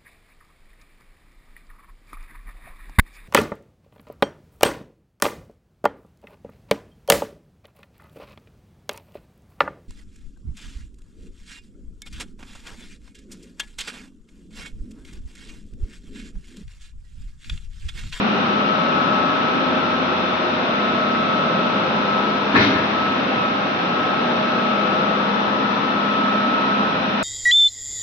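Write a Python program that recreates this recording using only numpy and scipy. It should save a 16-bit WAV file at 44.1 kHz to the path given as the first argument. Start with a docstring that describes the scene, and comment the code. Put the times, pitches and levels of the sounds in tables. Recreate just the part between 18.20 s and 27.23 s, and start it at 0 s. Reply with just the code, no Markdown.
"""Boiler room along the control cabinet

A steam boiler runs in a hard-walled room, heard from a microphone that moves along its control cabinet.
The burner roars as shaped noise; a blower whines and buzzes, and motors and pumps hum as sine tones
that swell and fade in the room's standing waves. Halfway through, sheet steel clunks and rattles once
as struck decaying modes and noisy clatter, with a short rasping hiss of noise and ticks amid it."""
import sys
import numpy as np
from scipy import signal
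from scipy.fft import rfft, irfft
from scipy.io import wavfile
from scipy.ndimage import uniform_filter1d

SR = 44100
rng = np.random.default_rng(int(sys.argv[2]) if len(sys.argv) > 2 else 0)


def to_wav(sig):
    """Store sig (one row per channel, or 1-D mono) as 16-bit WAV at the path in sys.argv[1].

    Samples outside -1..1 are clipped; the rate is SR.
    """
    pcm = np.clip(np.atleast_2d(sig), -1, 1) * 32767
    pcm = np.round(pcm).astype(np.int16)
    wavfile.write(sys.argv[1], SR, pcm.T)  # frames by channels


N = 398223
T = np.arange(N) / SR
PORT_GAP_M = 0.19  # distance between the two microphone ports


def gain_of(db):
    """Decibels to amplitude."""
    return 10 ** (np.asarray(db) / 20)


def evened(x):
    """Scales a signal to an rms of one."""
    return x / np.sqrt(np.mean(abs(x) ** 2) + 1e-20)


def read(points, hz):
    """Reads a spectrum table on a log-frequency axis."""
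    f, value = np.transpose(points)
    return np.interp(np.log(hz + 1), np.log(f + 1), value)


def curve(rows, axis):
    """One column of a time table, at every sample."""
    rows = np.array(rows)
    return np.interp(T, rows[:, 0], rows[:, axis])


def add(mix, s, sound):
    """Mixes a stereo sound in at time s."""
    part = mix[:, round(s * SR):][:, :sound.shape[1]]
    part += sound[:, :part.shape[1]]


def drift(rate):
    """Smooth random wander of rms one; its spectrum falls away above rate in Hz."""
    points, points_per_s = 2048, 200
    f = np.fft.rfftfreq(points, 1 / points_per_s)
    spectrum = rfft(rng.standard_normal(points)) / (1 + (f / rate) ** 2)
    slow = evened(irfft(spectrum))
    return np.interp(T, np.arange(points) / points_per_s, slow)


def likeness(hz):
    """Sound from all sides is alike at the two ports only when its waves are longer than their gap."""
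    speed_m_s = 343
    alike = .98 * np.sinc(2 * hz * PORT_GAP_M / speed_m_s)
    return np.clip(alike / (1 + (hz / 2500) ** 2), -1, 1)


def diffuse(spectrum, ripple_db):
    """Stereo noise filling the room; the room's many modes ripple its spectrum."""
    hz = np.fft.rfftfreq(N, 1 / SR)
    a, b = rfft(rng.standard_normal((2, N)))
    same = likeness(hz)
    grid = np.arange(0, 8000, 14)  # Hz between ripple points

    def rippled(z):
        """Gives the spectrum random bumps, shallower in the bass."""
        bumps = np.interp(hz, grid, rng.standard_normal(len(grid)))
        return z * gain_of(ripple_db * bumps * hz / (hz + 400))

    mid = rippled(a * np.sqrt(1 + same))
    side = rippled(b * np.sqrt(1 - same))
    ports = np.array([mid + side, mid - side])
    return evened(irfft(ports * gain_of(read(spectrum, hz)), N))


# the burner's roar, spectrum shape only: pitch_hz, density_db (relative, per Hz)
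ROAR_SPECTRUM = [(12, -52), (25, -44), (55, -27.5), (100, -16), (165, -5), (270, -0.5), (350, -5.5),
                 (1000, -4), (1450, -5.5), (1950, -15), (2650, -12.5), (3250, -16.5), (3600, -14.5),
                 (4200, -20.5), (4520, -27.5), (5100, -28), (5750, -31), (6500, -48.5), (7400, -61)]
# how much louder the roar is on the left than the right: pitch_hz, lean_db
ROAR_LEAN_BY_PITCH = [(100, 1), (600, 0.9), (1200, 3), (2000, 4), (2600, 1.5), (3500, 3.5), (4400, -0.5),
                      (5200, 1), (6400, -10.5)]
# slow changes of the roar along the cabinet: time_s, rumble_db, rush_db
ROAR_ALONG_PATH = [(0, 1, 0), (1, 2, .5), (2, 0.5, -0.1), (3.5, -.5, 0), (4.8, 0, 0), (5.4, 0, -0.9),
                   (6.2, -1, 0), (7.2, 0.5, -.5), (8.1, -1.5, -0.5), (9, 0, -0.7)]


def burner(level_db=-21.5, flutter_db=-0.5, colour_db=1.72):
    """The flame's rumble flutters under the even rush of air; standing waves slowly recolour the lower part."""
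    hz, s, z = signal.stft(diffuse(ROAR_SPECTRUM, ripple_db=0.54), SR, nperseg=2048)
    hz = hz[:, None]
    at = np.minimum(np.round(s * SR).astype(int), N - 1)  # sample at each frame

    low = 1 / (1 + (hz / 380) ** 4)  # share of rumble against rush
    rumble_db = curve(ROAR_ALONG_PATH, axis=1) + flutter_db * drift(9.5)
    rush_db = curve(ROAR_ALONG_PATH, axis=2)

    # random patches, smoothed across pitch and then across time
    patches = rng.standard_normal(z.shape[1:])
    patches = uniform_filter1d(patches, size=4, axis=0)
    patches = evened(uniform_filter1d(patches, size=36, axis=1))

    db = low * rumble_db[at] + (1 - low) * rush_db[at]
    db = db + colour_db * patches / (1 + hz / 2500)
    lean_db = np.array([.5, -.5])[:, None, None] * read(ROAR_LEAN_BY_PITCH, hz)
    roar = signal.istft(z * gain_of(db + lean_db), SR, nperseg=2048)[1][:, :N]
    return gain_of(level_db) * roar


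def room_tone(hz, fade_rate):
    """A steady tone whose level and phase wander at each port as it crosses the standing waves."""
    turn = 2 * np.pi * hz * T
    cos, sin = np.cos(turn), np.sin(turn)

    def wandering():
        """The tone with independently drifting cosine and sine parts."""
        return evened(evened(drift(fade_rate)) * cos + evened(drift(fade_rate)) * sin)

    mid = wandering() * np.sqrt((1 + likeness(hz)) / 2)
    side = wandering() * np.sqrt((1 - likeness(hz)) / 2)
    return np.array([mid + side, mid - side])


# lesser tones of the motors, pumps and pipes: pitch_hz, level_db (rms)
LESSER_TONES = [(152.1, -50), (176.3, -42.5), (188.4, -44.5), (321.5, -44.5), (388.5, -44.5), (421, -47),
                (600.2, -44), (617.7, -40.5), (823.6, -57), (1271.8, -43), (1306.8, -43), (1325.6, -40.5),
                (1362.0, -39), (1388, -46), (1415.8, -46.5), (1453.5, -41.5), (1545.0, -50.5),
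                (1561.2, -50), (1816.9, -46.5), (1908.4, -48.5), (2061.8, -54), (2527.5, -45.5),
                (2643.2, -49), (3528.8, -52)]


def machines():
    """The many lesser tones of motors, pumps and pipes, each wandering in the standing waves."""
    return sum(gain_of(db) * room_tone(hz, fade_rate=2.58) for hz, db in LESSER_TONES)


# stronger machine tones along the path: pitch_hz, then a list of time_s, level_db (rms, before waver)
SWELLING_TONES = [(239.6, [(0.15, -34), (1.4, -33.5), (2.0, -39.5), (3.0, -32.5), (4.3, -53.5),
                  (6.2, -29.5), (7.0, -42.5), (8.0, -32), (9.0, -46)]), (265.1, [(0.0, -38), (0.9, -35.5),
                  (1.5, -30.5), (2.1, -38.5), (4.3, -39.5), (5.5, -46), (7.4, -36.5), (8.4, -31.5),
                  (9.0, -35)]), (359.3, [(0.0, -45), (1.8, -43.5), (2.35, -34), (2.7, -44), (4.0, -43),
                  (5.0, -43.5), (9.0, -44)]), (478.0, [(4.6, -59), (4.95, -40.5), (5.15, -40), (5.5, -56)]),
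                  (508.7, [(0.0, -42), (2.0, -40.5), (4.8, -39), (5.25, -35.5), (5.55, -45), (6.3, -40.5),
                  (6.8, -37.5), (7.5, -49), (9.0, -45.5)]), (528.9, [(0.0, -44), (0.4, -44), (0.67, -33.5),
                  (0.9, -43), (1.2, -42), (1.45, -34.5), (2.3, -49), (8.2, -47.5), (9.0, -40.5)]),
                  (628.5, [(0.0, -40.5), (1.3, -36.5), (2.5, -34.5), (3.4, -35), (4.1, -43), (4.6, -33.5),
                  (5.4, -51), (6.05, -32), (6.7, -35.5), (7.4, -44.5), (9.0, -41)])]


def swelling(waver_db=2.04, wander=1.0, spread=0.92):
    """The stronger machine tones waver in level and phase; the shorter their waves, the more the ports differ."""
    out = np.zeros((2, N))
    for hz, path in SWELLING_TONES:
        turn = 2 * np.pi * hz * T + wander * drift(2)
        apart = spread * np.sqrt((1 - likeness(hz)) / 2) * drift(0.56)  # radians
        level = gain_of(curve(path, axis=1) + waver_db * drift(8))
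        out += level * evened(np.sin([turn + apart, turn - apart]))
    return out


# the pump's hum along the path: time_s, level_db (before trim and waver)
PUMP_ALONG_PATH = [(0.0, -26), (0.28, -30), (0.43, -26), (0.65, -37), (1.0, -31), (1.26, -46), (2.2, -43),
                   (2.62, -31.5), (3.33, -34.5), (4.04, -27.5), (4.55, -31.5), (5.25, -35.5), (5.7, -39),
                   (6.0, -33.5), (7.09, -28), (7.7, -31), (8.1, -26.5), (8.4, -32.5), (8.58, -26.5),
                   (8.76, -39.5), (8.98, -27.5)]
# the motor's drone along the path: time_s, level_db (before trim)
DRONE_ALONG_PATH = [(0.0, -57), (0.65, -58), (1.76, -45), (3.19, -59), (5.03, -48.5), (7.55, -63.5),
                    (9.02, -53)]
HUM_HZ, DRONE_HZ = 205.9, 88.8


def hum(pump_trim_db=-0.5, drone_trim_db=-0.5, waver_db=0.8):
    """A pump's vanes hum, wavering a little, over a motor's deeper drone; their long waves swell and fade."""
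    pump_level = gain_of(curve(PUMP_ALONG_PATH, axis=1) + pump_trim_db + waver_db * drift(5))
    pump = pump_level * evened(np.sin(2 * np.pi * HUM_HZ * T + 0.22 * drift(2.2)))
    drone_level = gain_of(curve(DRONE_ALONG_PATH, axis=1) + drone_trim_db)
    drone = drone_level * evened(np.sin(2 * np.pi * DRONE_HZ * T + .3 * drift(0.86)))
    return (pump + drone) * gain_of([[.4], [-.4]])  # slightly to the left


# the blower's whine in the standing waves along the path:
# time_s, level_db (before trim and flutter), left_minus_right_db, left_lead_cycles
WHINE_ALONG_PATH = [(0.0, -39, 15, 0.077), (0.36, -25, 8.5, -0.39), (1.0, -22.5, 4.5, -0.24),
                    (1.4, -29.5, 2, -0.13), (1.95, -31, 3, -0.13), (2.45, -31.5, 0, -0.33),
                    (2.65, -26, 1, -0.25), (2.93, -25, 1.5, -0.22), (3.35, -26, -3, -0.22),
                    (3.79, -33, 1, -0.1), (3.93, -22.5, 4, 0.2), (4.08, -28, 7, 0), (4.35, -35.5, 3, 0.1),
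                    (4.58, -27, 0, 0.25), (4.69, -44, 0, -0.09), (4.78, -25, 5, -0.18),
                    (4.89, -25, -2, 0.13), (5.05, -36, -7, 0.19), (5.21, -24, -6, 0.29),
                    (5.52, -33, -5.5, 0.33), (5.85, -26.5, 0.5, -0.093), (6.17, -31, 0, 0.27),
                    (6.7, -24, 10, -0.39), (6.97, -26.5, 12, -0.33), (7.45, -28.5, 18, -0.61),
                    (7.75, -27.5, 21, -0.9), (8.04, -23, -3.5, -0.75), (8.35, -24, 1, -0.76),
                    (8.6, -22.5, -2, -0.62), (8.85, -33, -4, -0.83), (9.02, -34, -2, -0.9)]
WHINE_HZ = 1296.2


def whine(trim_db=0.1, flutter=0.036, flutter_db=0.3):
    """The blower's blade tone, shaken by turbulent air; the standing waves share it out between the ports."""
    turn = 2 * np.pi * WHINE_HZ * T + .5 * drift(0.57)
    lean_db = curve(WHINE_ALONG_PATH, axis=2)
    lead = 2 * np.pi * curve(WHINE_ALONG_PATH, axis=3)  # radians
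    share = gain_of([lean_db / 2, -lean_db / 2])
    share = share / np.sqrt(np.mean(share ** 2, axis=0))  # leaning leaves the total power alone
    ports = np.array([evened(np.sin(turn + side * lead / 2 + flutter * drift(11))) for side in (1, -1)])
    level = gain_of(curve(WHINE_ALONG_PATH, axis=1) + trim_db + flutter_db * drift(21))
    return level * share * ports


SHAFT_HZ = 29.61


def fan_buzz(level_db=-39, centre_hz=2400, octaves=0.42):
    """The uneven fan wheel repeats the same rush of air at every turn: a comb of shaft orders."""
    orders = np.arange(1, 2049)
    order_hz = orders * SHAFT_HZ
    bell = np.exp(-.5 * (np.log2(order_hz / centre_hz) / octaves) ** 2)
    shape = bell * gain_of(read(ROAR_SPECTRUM, order_hz))
    turns = SHAFT_HZ * T + 0.0015 * drift(0.93)
    out = np.zeros((2, N))
    for ear in (0, 1, 0, 1):  # two slowly fading patterns per side
        chance = rng.standard_normal(len(orders)) + 1j * rng.standard_normal(len(orders))
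        one_turn = evened(irfft(np.r_[0, shape * chance]))
        place = np.arange(len(one_turn)) / len(one_turn)
        out[ear] += drift(0.59) * np.interp(turns % 1, place, one_turn)
    return gain_of(level_db) * evened(out) * gain_of([[1], [-1]])


# blows on the sheet steel, levels relative:
# start_s, thump_db (low modes), thump_pitch_hz (favoured), ring_db (high modes), ring_pitch_hz (favoured),
# clatter_db
STEEL_BLOWS = [(4.34, -8, 259, -24, 900, -20), (4.349, -13.5, 380, -3, 950, -16),
               (4.356, -16, 400, -7, 1300, -17), (4.366, -13, 450, -18, 2100, -19),
               (4.384, -10, 100, -23, 1400, -28), (4.392, -16.5, 300, -17, 1300, -23.5),
               (4.406, -11, 129, -12, 1100, -23), (4.441, -19, 151, -21, 1700, -29),
               (4.466, -9, 240, -19, 1700, -32), (4.499, -21, 400, -21, 1410, -37),
               (4.524, -30, 400, -18.5, 1300, -29), (4.552, -18, 300, -19.5, 1250, -29)]
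# modes the steel rings with: pitch_hz (before detuning), level_db (relative), t60_s
STEEL_MODES = [(109, -6, 0.26), (163, -7, 0.19), (226.7, -8.5, 0.44), (265.4, 4.5, 0.18), (288, -8, 0.91),
               (396.4, -1.5, 0.27), (470, -7.5, 0.15), (646, -15, 0.09), (812, -6.5, 0.047),
               (954, -7, 0.072), (1083, -3, 0.084), (1310, -8, 0.068), (1397, -6, 0.17), (1680, -4.5, 0.15),
               (1796, -5, 0.23), (2500, -9, 0.2)]
# the clatter of each blow, spectrum shape only: pitch_hz, density_db (relative, per Hz)
CLATTER_SPECTRUM = [(40, -34), (55, -25), (90, 0), (300, 0), (550, -7), (1000, -5), (1750, -1.5),
                    (2000, -3.5), (2400, -6), (2900, -13), (4200, -14), (6000, -39), (7000, -58)]
THUMP_BELOW_HZ = 500  # modes below this thump, the others ring


def favoured(hz, centre_hz, octaves):
    """Weights a mode by how near it lies to the pitch that the struck place favours."""
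    return 1 / np.hypot(1, np.log2(hz / centre_hz) ** 2 / octaves ** 2)


def clunk(modes_db=-4, clatter_t60=0.29, room_db=-12, room_t60=2.1, rise_s=0.0044, uneven_db=-0.5,
          lean_db=2.0, thump_octaves=0.41, ring_octaves=0.8, detune=0.0068, rattle_db=2.0):
    """A steel panel is struck and rattles back; heavy blows thump, hard ones ring, each favouring other modes."""
    t, out = T[:SR], np.zeros((2, N))
    clatter = diffuse(CLATTER_SPECTRUM, ripple_db=2.5) * evened(gain_of(rattle_db * drift(60)))
    # a quick fall, then the quieter, slower tail of the room
    fall = np.hypot(gain_of(-60 * t / clatter_t60), gain_of(room_db - 60 * t / room_t60))
    lean = gain_of([[lean_db], [-lean_db]])
    for k, (s, thump_db, thump_hz, high_db, high_hz, hard_db) in enumerate(STEEL_BLOWS):
        noise = clatter[:, k * SR // 2:][:, :SR]  # a different stretch for each blow
        blow = gain_of(hard_db) * lean * fall * noise
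        for hz, mode_db, t60 in STEEL_MODES:
            mode_hz = hz * (1 + detune * rng.standard_normal())
            phase = rng.random((2, 1)) * (1 - likeness(hz)) / 2  # cycles, one per port
            tone = np.sin(2 * np.pi * (mode_hz * t + phase))
            if hz < THUMP_BELOW_HZ:
                force = gain_of(thump_db) * favoured(hz, thump_hz, thump_octaves)
            else:
                force = gain_of(high_db) * favoured(hz, high_hz, ring_octaves) * lean
            decay_db = modes_db + mode_db + uneven_db * rng.standard_normal() - 60 * t / t60
            blow = blow + force * gain_of(decay_db) * tone
        add(out, s, (1 - np.exp(-t / rise_s)) * blow)
    return out


# the hiss during the clunk, spectrum shape only: pitch_hz, density_db (relative, per Hz)
HISS_SPECTRUM = [(300, -24), (1650, 1.5), (2000, 2), (2450, 4), (2900, -3), (3600, 1.5), (4200, -4),
                 (4800, -10), (5800, -12.5), (6400, -27), (7000, -43)]
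# sharp ticks within the rasp: start_s, level_db (before the lean to the left)
RASP_TICKS = [(4.376, -21), (4.4095, -20), (4.424, -18), (4.4495, -15)]


def hiss(peak_s=4.44, level_db=-21, rise_s=0.053, t60=0.55, tick_t60=0.015):
    """A short rasp with a few ticks; it swells just after the first blows, amid the clunk, and dies in the room."""
    swell = np.exp(-.5 * (np.minimum(T - peak_s, 0) / rise_s) ** 2)
    fall = gain_of(level_db - 60 * np.maximum(T - peak_s, 0) / t60)
    ticks = sum((T >= s) * gain_of(db - 60 * abs(T - s) / tick_t60) for s, db in RASP_TICKS)
    level = np.hypot(swell * fall, ticks)
    return level * diffuse(HISS_SPECTRUM, ripple_db=6.0) * gain_of([[1.5], [-1.5]])


def scene():
    """Everything in the boiler room."""
    steady = burner() + machines() + swelling() + hum() + whine() + fan_buzz()
    return steady + clunk() + hiss()


def record(dry):
    """The recorder rounds off the highest peaks, then limits the band steeply."""
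    ceiling, edge_hz = .88, 7250
    rounded = dry / (1 + (dry / ceiling) ** 8) ** (1 / 8)
    lowpass = signal.firwin(511, edge_hz, window=("kaiser", 9), fs=SR)
    return signal.oaconvolve(rounded, lowpass[None], "same")


dry = scene()
out = record(dry)
to_wav(out)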